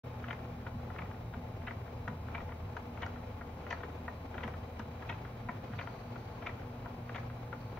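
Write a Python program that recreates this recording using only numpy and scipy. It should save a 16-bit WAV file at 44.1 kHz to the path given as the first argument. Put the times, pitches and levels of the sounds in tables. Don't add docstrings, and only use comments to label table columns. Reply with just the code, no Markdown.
import sys
import numpy as np
from scipy import signal
from scipy.fft import rfft, irfft
from scipy.io import wavfile

SR = 44100
rng = np.random.default_rng(int(sys.argv[2]) if len(sys.argv) > 2 else 0)


def materialize(psi):
    bounded = np.clip(np.atleast_2d(psi).T, -1, 1)
    quanta = np.round(bounded * 32767).astype(np.int16)
    wavfile.write(sys.argv[1], SR, quanta)


N = 343539
TIME = np.arange(N) / SR
FREQS_HZ = np.maximum(np.fft.rfftfreq(N, 1 / SR), 1)
SIDE = np.array([[1], [-1]])

# time_s, shaft_db, mains_db
HUM_LEVELS = [(0.06, -53, -49), (0.3, -51, -48.5), (1.0, -49, -50.5), (1.2, -55, -52), (1.45, -51, -50),
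              (1.7, -56, -52), (1.95, -48.5, -49.5), (2.25, -49.5, -58), (2.55, -47.5, -56),
              (2.95, -52, -55), (3.25, -50, -64), (3.9, -50.5, -65), (4.4, -47, -57), (4.9, -51, -60),
              (5.15, -54, -50.5), (5.6, -61, -50), (6.45, -64, -50.5), (7.2, -53, -49), (7.79, -63, -48)]
# time_s, level_db
DRONE_LEVEL = [(0.08, -54), (0.27, -52), (0.55, -53.5), (0.78, -54), (1.2, -55.5), (1.45, -56),
               (1.95, -53.5), (2.1, -53), (2.4, -58.5), (2.7, -57.5), (2.9, -52), (3.22, -52), (3.4, -58.5),
               (3.75, -60), (3.95, -59), (4.2, -58), (4.45, -56.5), (4.65, -61), (4.8, -57), (5.2, -69),
               (5.45, -50), (5.65, -66), (5.85, -61), (6.2, -52), (6.65, -60), (6.87, -50.5), (7.2, -54),
               (7.4, -55), (7.79, -59)]
# pitch_hz, level_db, waver_db
GEARBOX_TONES = [(33, -66, 2), (56.4, -62, 2), (243.2, -58.5, 2), (289, -69, 2), (359.7, -68, 2),
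                 (391, -70, 3), (481, -65.5, 2), (486, -59.5, 1.5), (531, -67, 3), (539, -69, 3),
                 (600, -69, 2), (616.5, -69, 2), (633, -69, 2), (650, -71, 2), (674.5, -65, 2),
                 (720, -69, 2), (752, -72, 2), (771, -69, 2), (795, -69, 3), (867, -61.5, 2),
                 (1060, -72, 1), (1130, -75, 2), (2000, -79, 1), (2160, -80, 1), (2720, -85, 1)]
# pitch_hz, level_db, waver_db
WHINE_TONES = [(3718, -83.5, 2), (3838, -89, 2), (3958, -94, 2), (4000, -81, 2), (4078, -94, 2),
               (4318, -91.5, 2), (4438, -95, 2), (4557, -94, 2), (4677, -94, 2), (4797, -96, 2),
               (5277, -96, 2), (5757, -98, 2), (5999, -97, 2)]
# time_s, gain_db
WHINE_GAIN = [(0, 0.5), (3.5, 0.5), (5.4, 3), (6.2, -1), (7.79, 0.5)]

# freq_hz, density_db
WHIRR_SPECTRUM = [(160, -25.5), (270, 0.5), (314, -8.5), (346, -5), (381, -4.5), (474, -2), (567, -6),
                  (650, -5.5), (880, -5), (917, -12.5), (1040, -8.5), (1480, -24.5), (2330, -20.5),
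                  (2530, -27), (7200, -39.5), (9360, -63.5), (15800, -120)]
# time_s, gain_db
WHIRR_GAIN = [(0, -1), (0.8, 0), (1.5, 0), (2.3, -0.3), (2.75, 0), (3.15, 0), (3.45, 0), (4.1, 1.5),
              (4.6, 0.8), (5.5, 0), (6.1, 0.1), (6.8, 0.5), (7.25, -1), (7.79, -0.5)]
# freq_hz, side_to_mid_db
WHIRR_WIDTH = [(250, -16), (450, -11.5), (700, -1.5), (1200, -17), (2000, 0), (3000, 6), (4500, -10.5),
               (7000, -7)]
# freq_hz, gain_db
WHIRR_LEAN = [(250, -21.0), (480, -5.5), (1100, 10.0), (2000, -33.5)]
# freq_hz, density_db
RUB_SPECTRUM = [(200, -42.5), (600, -15), (1000, 0), (1200, -0.5), (1420, -0.5), (1750, -6), (2060, -10.5),
                (2400, -6.5), (2880, -15), (3000, -12.5), (3400, -16), (4500, -25), (6500, -28.5),
                (8500, -72.5)]
# time_s, gain_db
RUB_GAIN = [(0, 4.5), (1.4, 0), (2.6, 2), (3.7, 3), (4.6, 2.5), (5.5, 4), (5.8, 4.5), (6.9, 2.5), (7.79, 3)]

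# time_s, level_db, hardness_db, touch_before_s, touch_rel_db,
# second_after_s, second_rel_db, rebound_after_s, rebound_rel_db, tock_hz, tock_db
TOOTH_STRIKES = [(0.284, -44, -13, 0.044, 0.5, 0.023, 5, .045, 0.5, 2006, -1.5),
                 (.986, -45.5, -18, .085, -1, 0.0031, 0, 0.033, -1.5, 2070, -1.5),
                 (1.672, -43, -12, .055, -9.5, 0.0084, 1, .036, 0, 1925, -3),
                 (2.347, -41.5, -15, 0.063, -5.5, 0.0043, 0.5, .032, -1.5, 2330, -9),
                 (3.021, -42.5, -13.5, 0.047, -5, 0.0091, 4, 0.042, .5, 1510, -10.5),
                 (3.707, -40.5, -12.5, .042, -6, .002, -1, .019, 4, 1950, -2),
                 (4.434, -42, -12, 0.055, 1.5, 0.0037, 0, 0.043, 0, 1940, -6),
                 (5.094, -43, -12, .072, -3.5, 0.00409, 3, .03, -3, 2580, -4),
                 (5.789, -42.5, -12.5, 0.055, -5.5, 0.0041, -1.5, 0.022, -2, 2060, -1),
                 (6.464, -43, -14.5, 0.041, -0.5, .006, 4, 0.029, -4, 2020, 0.5),
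                 (7.146, -44, -14, .053, 0.5, .012, 3, 0.034, 0.5, 2030, -2.5)]
# time_s, level_db
TOOTH_SLIPS = [(0.961, -47.5), (1.112, -48.5), (1.142, -54), (1.815, -55.5), (2.403, -46.5), (2.49, -51),
               (2.519, -46.5), (3.158, -51), (3.804, -48), (3.833, -41), (4.342, -43.5), (4.406, -48),
               (4.537, -47), (5.25, -47), (5.872, -41), (6.617, -52.5), (7.299, -48.5), (7.771, -46.5)]
# time_s, level_db, crack_db, hardness_db, pan_db,
# tock_hz, tock_db, second_rel_db, shell_rel_db
BARREL_DROPS = [(0.6658, -43, -25, -20, -1, 1460, -15, -3.5, -24),
                (1.338, -47, -24, -20, -1, 1490, -9, -2, -26),
                (2.078, -37, -26, -24, -1, 1570, -6.5, -6.5, -14.5),
                (2.767, -42, -32, -21, 0, 1494, -2.5, -5, -19),
                (3.411, -46.5, -20.5, -32, 0, 1450, -13, -3, -23),
                (4.080, -40, -24, -37, -2, 1870, -7.5, -4, -18),
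                (4.794, -42, -26, -19, 0, 1580, -21, -1.5, -19),
                (5.487, -43, -15.5, -34, -0.5, 2170, -16, 3.5, -9.5),
                (6.157, -49, -27, -28, 0, 1850, -15, 1, -27),
                (6.859, -44.5, -29, -39, -2, 1320, -13, -4, -22),
                (7.528, -41, -23.5, -26, -1, 1370, -10, -6, -30)]
# pitch_hz, width_hz, level_db, pan_db
FRAME_MODES = [(390, 46, -10.5, 0.5), (540, 56, -2.5, 1.5), (694, 38, 3, 6), (853, 70, -7, 8),
               (980, 95, -2, 11), (1236, 54, 1, 3.5), (1413, 98, 1.5, 6), (1637, 72, -3.5, 0.5),
               (1810, 64, 3, 3), (2065, 340, -0.5, -2.5), (2266, 120, 0.5, -4), (2710, 320, -4, 3),
               (3015, 290, -1, 4.5), (3710, 390, -9, -7), (4260, 370, -16, -11)]
# time_s, level_db, treble_rel_db
EDGE_SNAPS = [(0.309, -65, -45), (0.33, -62, -46), (2.079, -58.5, -48), (2.767, -61, -48),
              (3.020, -58, -52), (3.062, -56, -46), (3.704, -51, -51), (3.708, -58, -50), (3.724, -57, -42),
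              (4.435, -63, -34), (4.476, -64, -6), (4.792, -55.5, -17), (5.095, -58, -42),
              (5.809, -65, -45), (6.467, -61.5, -45), (7.158, -58, -48)]
# time_s, level_db
BRUSH_LEVEL = [(0, -91), (3.66, -87.5), (3.72, -60), (3.76, -74), (3.85, -87), (5.6, -88.5), (5.72, -72),
               (6.15, -71.5), (6.4, -75), (6.6, -82), (7.0, -87), (7.17, -70.5), (7.35, -84), (7.7, -73),
               (7.79, -81)]
# freq_hz, density_db
BRUSH_SPECTRUM = [(2000, -52.5), (4000, -4), (4530, 5), (5000, -16), (6000, -4.5), (6800, -22),
                  (8500, -55.5)]

# freq_hz, density_db
RUMBLE_SPECTRUM = [(12, -50), (28, -23), (34, -12), (50, -6), (68, -9), (84, -6), (100, 1), (112, -1),
                   (134, -14), (148, -8), (168, -6), (183, -17), (205, -8), (225, -11), (245, -14.5),
                   (320, -26), (900, -90)]
# time_s, gain_db
RUMBLE_GAIN = [(0, 0), (1.9, 1.5), (2.6, 1), (4.1, -1.5), (4.4, -1), (5.3, -1), (7.79, 1)]
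# start_s, level_db, tilt_db_per_octave
LURCHES = [(0.75, -49, -8), (1.37, -49, -10.5), (2.086, -53.5, 2.5), (2.42, -49.5, -10),
           (2.631, -47, -12.5), (3.029, -48, -20), (4.445, -58.5, 6.5), (4.531, -52, -16),
           (4.795, -58.5, 4.5), (5.491, -56.5, 0), (5.099, -48.5, -10), (5.7, -52, -0.5),
           (5.734, -46.5, -9)]
# pitch_hz, t60_s, level_db
BENCH_MODES = [(95.7, 0.46, 6), (132, 0.019, 17.5), (150.7, 0.56, 3), (221.3, 0.1, 16)]
# freq_hz, density_db
HISS_MID_SPECTRUM = [(3000, -15.5), (5500, -14), (7000, -14), (8500, -35.5), (11000, -29.5), (12000, -1),
                     (13500, 11.5), (15700, 8.5)]
# freq_hz, density_db
HISS_SIDE_SPECTRUM = [(2500, -32), (4700, 0.5), (6000, -8), (7400, -4.5), (9000, -2.5), (12000, -4),
                      (12800, -2.5), (15700, -10.5)]
# time_s, gain_db
HISS_MID_GAIN = [(0, 0.5), (5.0, 0), (6.0, 0), (7.79, 1)]


def motor(shaft_hz=80.0, mains_hz=119.9, drone_gain_db=-1.5, gearbox_gain_db=-3.5):
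    shaft_db, mains_db = curves(HUM_LEVELS)
    drone_db, = curves(DRONE_LEVEL)
    whine_db, = curves(WHINE_GAIN)
    hum = tone(shaft_hz, shaft_db, waver_db=1.0, wander_rad=0.15)
    hum += tone(mains_hz, mains_db, waver_db=1.0, wander_rad=0.2)
    drone = tone(2 * mains_hz, drone_db + drone_gain_db, waver_db=1.5, wander_rad=0.3)
    gearbox = sum(tone(*row, wander_rad=0.18) for row in GEARBOX_TONES)
    gearbox = gearbox + 0.11 * SIDE * butter(gearbox, 560, "high", order=1)
    whine = sum(tone(*row, wander_rad=0.037) for row in WHINE_TONES)
    return hum + drone + from_db(gearbox_gain_db) * gearbox + from_db(whine_db) * whine


def gears(whirr_db=-52.5, load_lift_db=1.6, rub_idle_db=-64.5, rub_loaded_db=-61.5, top_hz=7200):
    load = tooth_load()
    turn_db, = curves(WHIRR_GAIN)
    pressure_db, = curves(RUB_GAIN)
    mid = noise(WHIRR_SPECTRUM)
    side = shaped(noise(WHIRR_SPECTRUM), WHIRR_WIDTH) + 0.3 * shaped(mid, WHIRR_LEAN)
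    whirr = from_db(whirr_db + turn_db + load_lift_db * load + 1.8 * drift(70)) * (mid + SIDE * side)
    rub = noise(RUB_SPECTRUM) + 0.77 * SIDE * noise(RUB_SPECTRUM)
    rub *= np.hypot(from_db(rub_idle_db), from_db(rub_loaded_db) * load)
    rub *= from_db(pressure_db + drift(150))
    return butter(whirr + rub, top_hz, "low", order=8)


def tooth_load(lag_s=0.01, rise_s=0.099, fall_s=0.11):
    load = np.zeros(N)
    for time_s, *_ in TOOTH_STRIKES:
        t = TIME - time_s - lag_s
        widths_from_peak = np.abs(t) / np.where(t < 0, rise_s, fall_s)
        load += np.exp(-np.minimum(widths_from_peak, 10) ** 2)
    return load


def tooth_clatter(lead_s=0.006, slip_hardness_db=-21, settle_db=-55.5, settle_hardness_db=-21.5):
    out = np.zeros((2, N))
    light_tock = (1900, -12)   # tock_hz, tock_db
    blows = [(time_s, db, slip_hardness_db, light_tock) for time_s, db in TOOTH_SLIPS]
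    for (time_s, db, hardness_db, touch_s, touch_db, second_s, second_db,
         rebound_s, rebound_db, *tock) in TOOTH_STRIKES:
        blows += [(time_s - touch_s, db + touch_db, hardness_db - 7, light_tock),
                  (time_s, db, hardness_db, tock),
                  (time_s + second_s, db + second_db, hardness_db, tock),
                  (time_s + rebound_s, db + rebound_db, hardness_db - 13.5, tock)]
        for settle_s in rng.uniform(0.065, 0.22, size=2):
            blows.append((time_s + settle_s, settle_db, settle_hardness_db, light_tock))
    for time_s, db, hardness_db, tock in blows:
        crack_db = -6 + 0.67 * hardness_db
        blow = knock(hardness_db, crack_db, *tock, fall_s=0.0042, blow_db=16)
        add(out, time_s - lead_s, from_db(db) * pan(0.5) * blow)
    return out


def barrel_drops(lead_s=0.0063, gap_s=0.0042, shell_hz=995, shell_t60_s=0.069):
    out, t = np.zeros((2, N)), TIME[:SR // 10]
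    envelope = from_db(-60 * t / shell_t60_s) * (1 - np.exp(-t / 0.0022))
    shell = unit_rms(envelope * np.sin(2 * np.pi * shell_hz * t))
    for time_s, db, crack_db, hardness_db, pan_db, tock_hz, tock_db, second_db, shell_db in BARREL_DROPS:
        for landing_s, landing_db in ((time_s, db), (time_s + gap_s, db + second_db)):
            landing = knock(hardness_db, crack_db, tock_hz, tock_db, fall_s=0.004, blow_db=20)
            add(out, landing_s - lead_s, from_db(landing_db) * pan(pan_db) * landing)
        add(out, time_s, from_db(db + shell_db) * pan(4) * shell)
    return out


def knock(hardness_db, crack_db, tock_hz, tock_db, fall_s, blow_db, grind_s=0.005, tock_feed_s=0.006):
    force = from_db(7.5 + hardness_db) * contact(rise_s=0.0011, fall_s=0.0031, spread=0.39)
    seating = contact(rise_s=0.00092, fall_s=fall_s, spread=0.19, linger_db=-19, linger_s=0.018)
    add(force, grind_s, seating)
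    add(force, grind_s + 0.001, from_db([blow_db]))
    for cutoff_hz in (3500, 6000):
        force = butter(force, cutoff_hz, "low", order=6)
    low, middle, high = frame_ring(force)
    blow_window = np.exp(-(TIME[:force.shape[1]] / (grind_s + tock_feed_s)) ** 4)
    tock = resonate(force * blow_window, tock_hz, width_hz=190)
    tock = unit_rms(resonate(tock, tock_hz, width_hz=760))
    tock *= pan(np.interp(tock_hz, [1400, 2000], [3.5, 0]))
    body = low + from_db(tock_db + 1) * tock
    return from_db(-11.5) * body + from_db(crack_db) * middle + from_db(hardness_db - 7.5) * high


def frame_ring(force, scatter=0.022, low_top_hz=1750, middle_top_hz=2500):
    detune = 1 + scatter * rng.standard_normal(len(FRAME_MODES))
    bands = np.zeros((3, *force.shape))
    for k, (hz, width_hz, db, pan_db) in enumerate(FRAME_MODES):
        band = np.digitize(hz, [low_top_hz, middle_top_hz])
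        bands[band] += (-1) ** k * from_db(db) * pan(pan_db) * resonate(force, hz * detune[k], width_hz)
    return [unit_rms(ring) for ring in bands]


def contact(rise_s, fall_s, spread, linger_db=-69.5, linger_s=0.015):
    t = TIME[:SR // 10]
    mid, side = rng.standard_normal((2, len(t)))
    attack = 1 - np.exp(-(t / rise_s) ** 2)
    decay = np.exp(-t / fall_s) + from_db(linger_db) * np.exp(-t / linger_s)
    return (mid + spread * side * SIDE) * attack * decay


def edge_snaps(gain_db=9.5, bottom_hz=3800, top_hz=6500):
    out = np.zeros((2, N))
    for time_s, db, treble_db in EDGE_SNAPS:
        tick = butter(contact(rise_s=0.0008, fall_s=0.004, spread=0.91), bottom_hz, "high")
        rasp = butter(tick, top_hz, "low", order=12)
        add(out, time_s, from_db(db + gain_db) * (rasp + from_db(treble_db) * tick))
    return out


def rim_brush(grain_db=2.5):
    level_db, = curves(BRUSH_LEVEL)
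    envelope = from_db(level_db + grain_db * drift(75))
    return envelope * np.array([noise(BRUSH_SPECTRUM), noise(BRUSH_SPECTRUM)])


def bench_rumble(level_db=-48, waver_db=0.25):
    turn_db, = curves(RUMBLE_GAIN)
    return from_db(level_db + turn_db + waver_db * drift(5.6)) * noise(RUMBLE_SPECTRUM)


def bench_thumps(gain_db=3.5, rise_s=0.0027):
    out, t = np.zeros(N), TIME[:SR // 3]
    lowest_hz = BENCH_MODES[0][0]
    for start_s, db, tilt_db_per_octave in LURCHES:
        for hz, t60_s, mode_db in BENCH_MODES:
            ring_db = db + gain_db + mode_db + tilt_db_per_octave * np.log2(hz / lowest_hz)
            envelope = from_db(ring_db - 60 * t / t60_s) * (1 - np.exp(-t / rise_s))
            add(out, start_s, envelope * np.sin(2 * np.pi * hz * t) * rng.choice([-1, 1]))
    return out


def workshop(x, wet_db=-14, t60_s=0.19, top_hz=5000):
    t = TIME[:SR // 2]
    tail = butter(rng.standard_normal((2, len(t))), top_hz, "low")
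    tail *= from_db(-60 * t / t60_s) * (1 - np.exp(-t / 0.0013))
    wet = signal.fftconvolve(x, unit_rms(tail) / np.sqrt(len(t)), axes=1)[:, :N]
    return x + from_db(wet_db) * wet


def microphone_hiss(mid_db=-74.8, side_db=-69.5):
    swell_db, = curves(HISS_MID_GAIN)
    mid = from_db(mid_db + swell_db) * noise(HISS_MID_SPECTRUM)
    return mid + from_db(side_db) * SIDE * noise(HISS_SIDE_SPECTRUM)


def tone(hz, rms_db, waver_db, wander_rad):
    phase = 2 * np.pi * (hz * TIME + rng.random()) + wander_rad * drift(4.7)
    return np.sqrt(2) * from_db(rms_db + waver_db * drift(6)) * np.sin(phase)


def from_db(db):
    return 10 ** (np.asarray(db) / 20)


def unit_rms(x):
    return x / np.sqrt(np.mean(x ** 2) + 1e-20)


def curves(rows):
    time_s, *columns = np.transpose(rows)
    return [np.interp(TIME, time_s, column) for column in columns]


def shaped(x, spectrum):
    hz, db = np.transpose(spectrum)
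    gain = from_db(np.interp(np.log(FREQS_HZ), np.log(hz), db))
    return irfft(rfft(x) * gain, N)


def noise(spectrum):
    return unit_rms(shaped(rng.standard_normal(N), spectrum))


def drift(knots_per_s):
    knots = rng.standard_normal(N // 100)
    return unit_rms(np.interp(TIME * knots_per_s, np.arange(len(knots)), knots))


def pan(left_over_right_db):
    return from_db(SIDE * left_over_right_db / 2)


def butter(x, hz, kind, order=2):
    return signal.sosfilt(signal.butter(order, hz, kind, fs=SR, output="sos"), x)


def resonate(x, hz, width_hz):
    r = np.exp(-np.pi * width_hz / SR)
    gain = (1 - r * r) / 2
    return signal.lfilter([gain, 0, -gain], [1, -2 * r * np.cos(2 * np.pi * hz / SR), r * r], x)


def add(out, start_s, sound):
    start = max(int(start_s * SR), 0)
    out[..., start:start + sound.shape[-1]] += sound[..., :out.shape[-1] - start]


def scene():
    impacts = workshop(tooth_clatter() + barrel_drops() + edge_snaps())
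    left, right = impacts + bench_thumps() + motor() + bench_rumble() + gears() + rim_brush()
    return np.array([left, np.roll(right, 1)]) + microphone_hiss()


def record(dry, silent_s=0.034, fade_s=0.012, cutoff_hz=15780):
    fade_in = np.clip((TIME - silent_s) / fade_s, 0, 1)
    lowpass = signal.ellip(14, 0.1, 80, cutoff_hz, fs=SR, output="sos")
    return signal.sosfilt(lowpass, dry * fade_in)


dry = scene()
out = record(dry)
materialize(out)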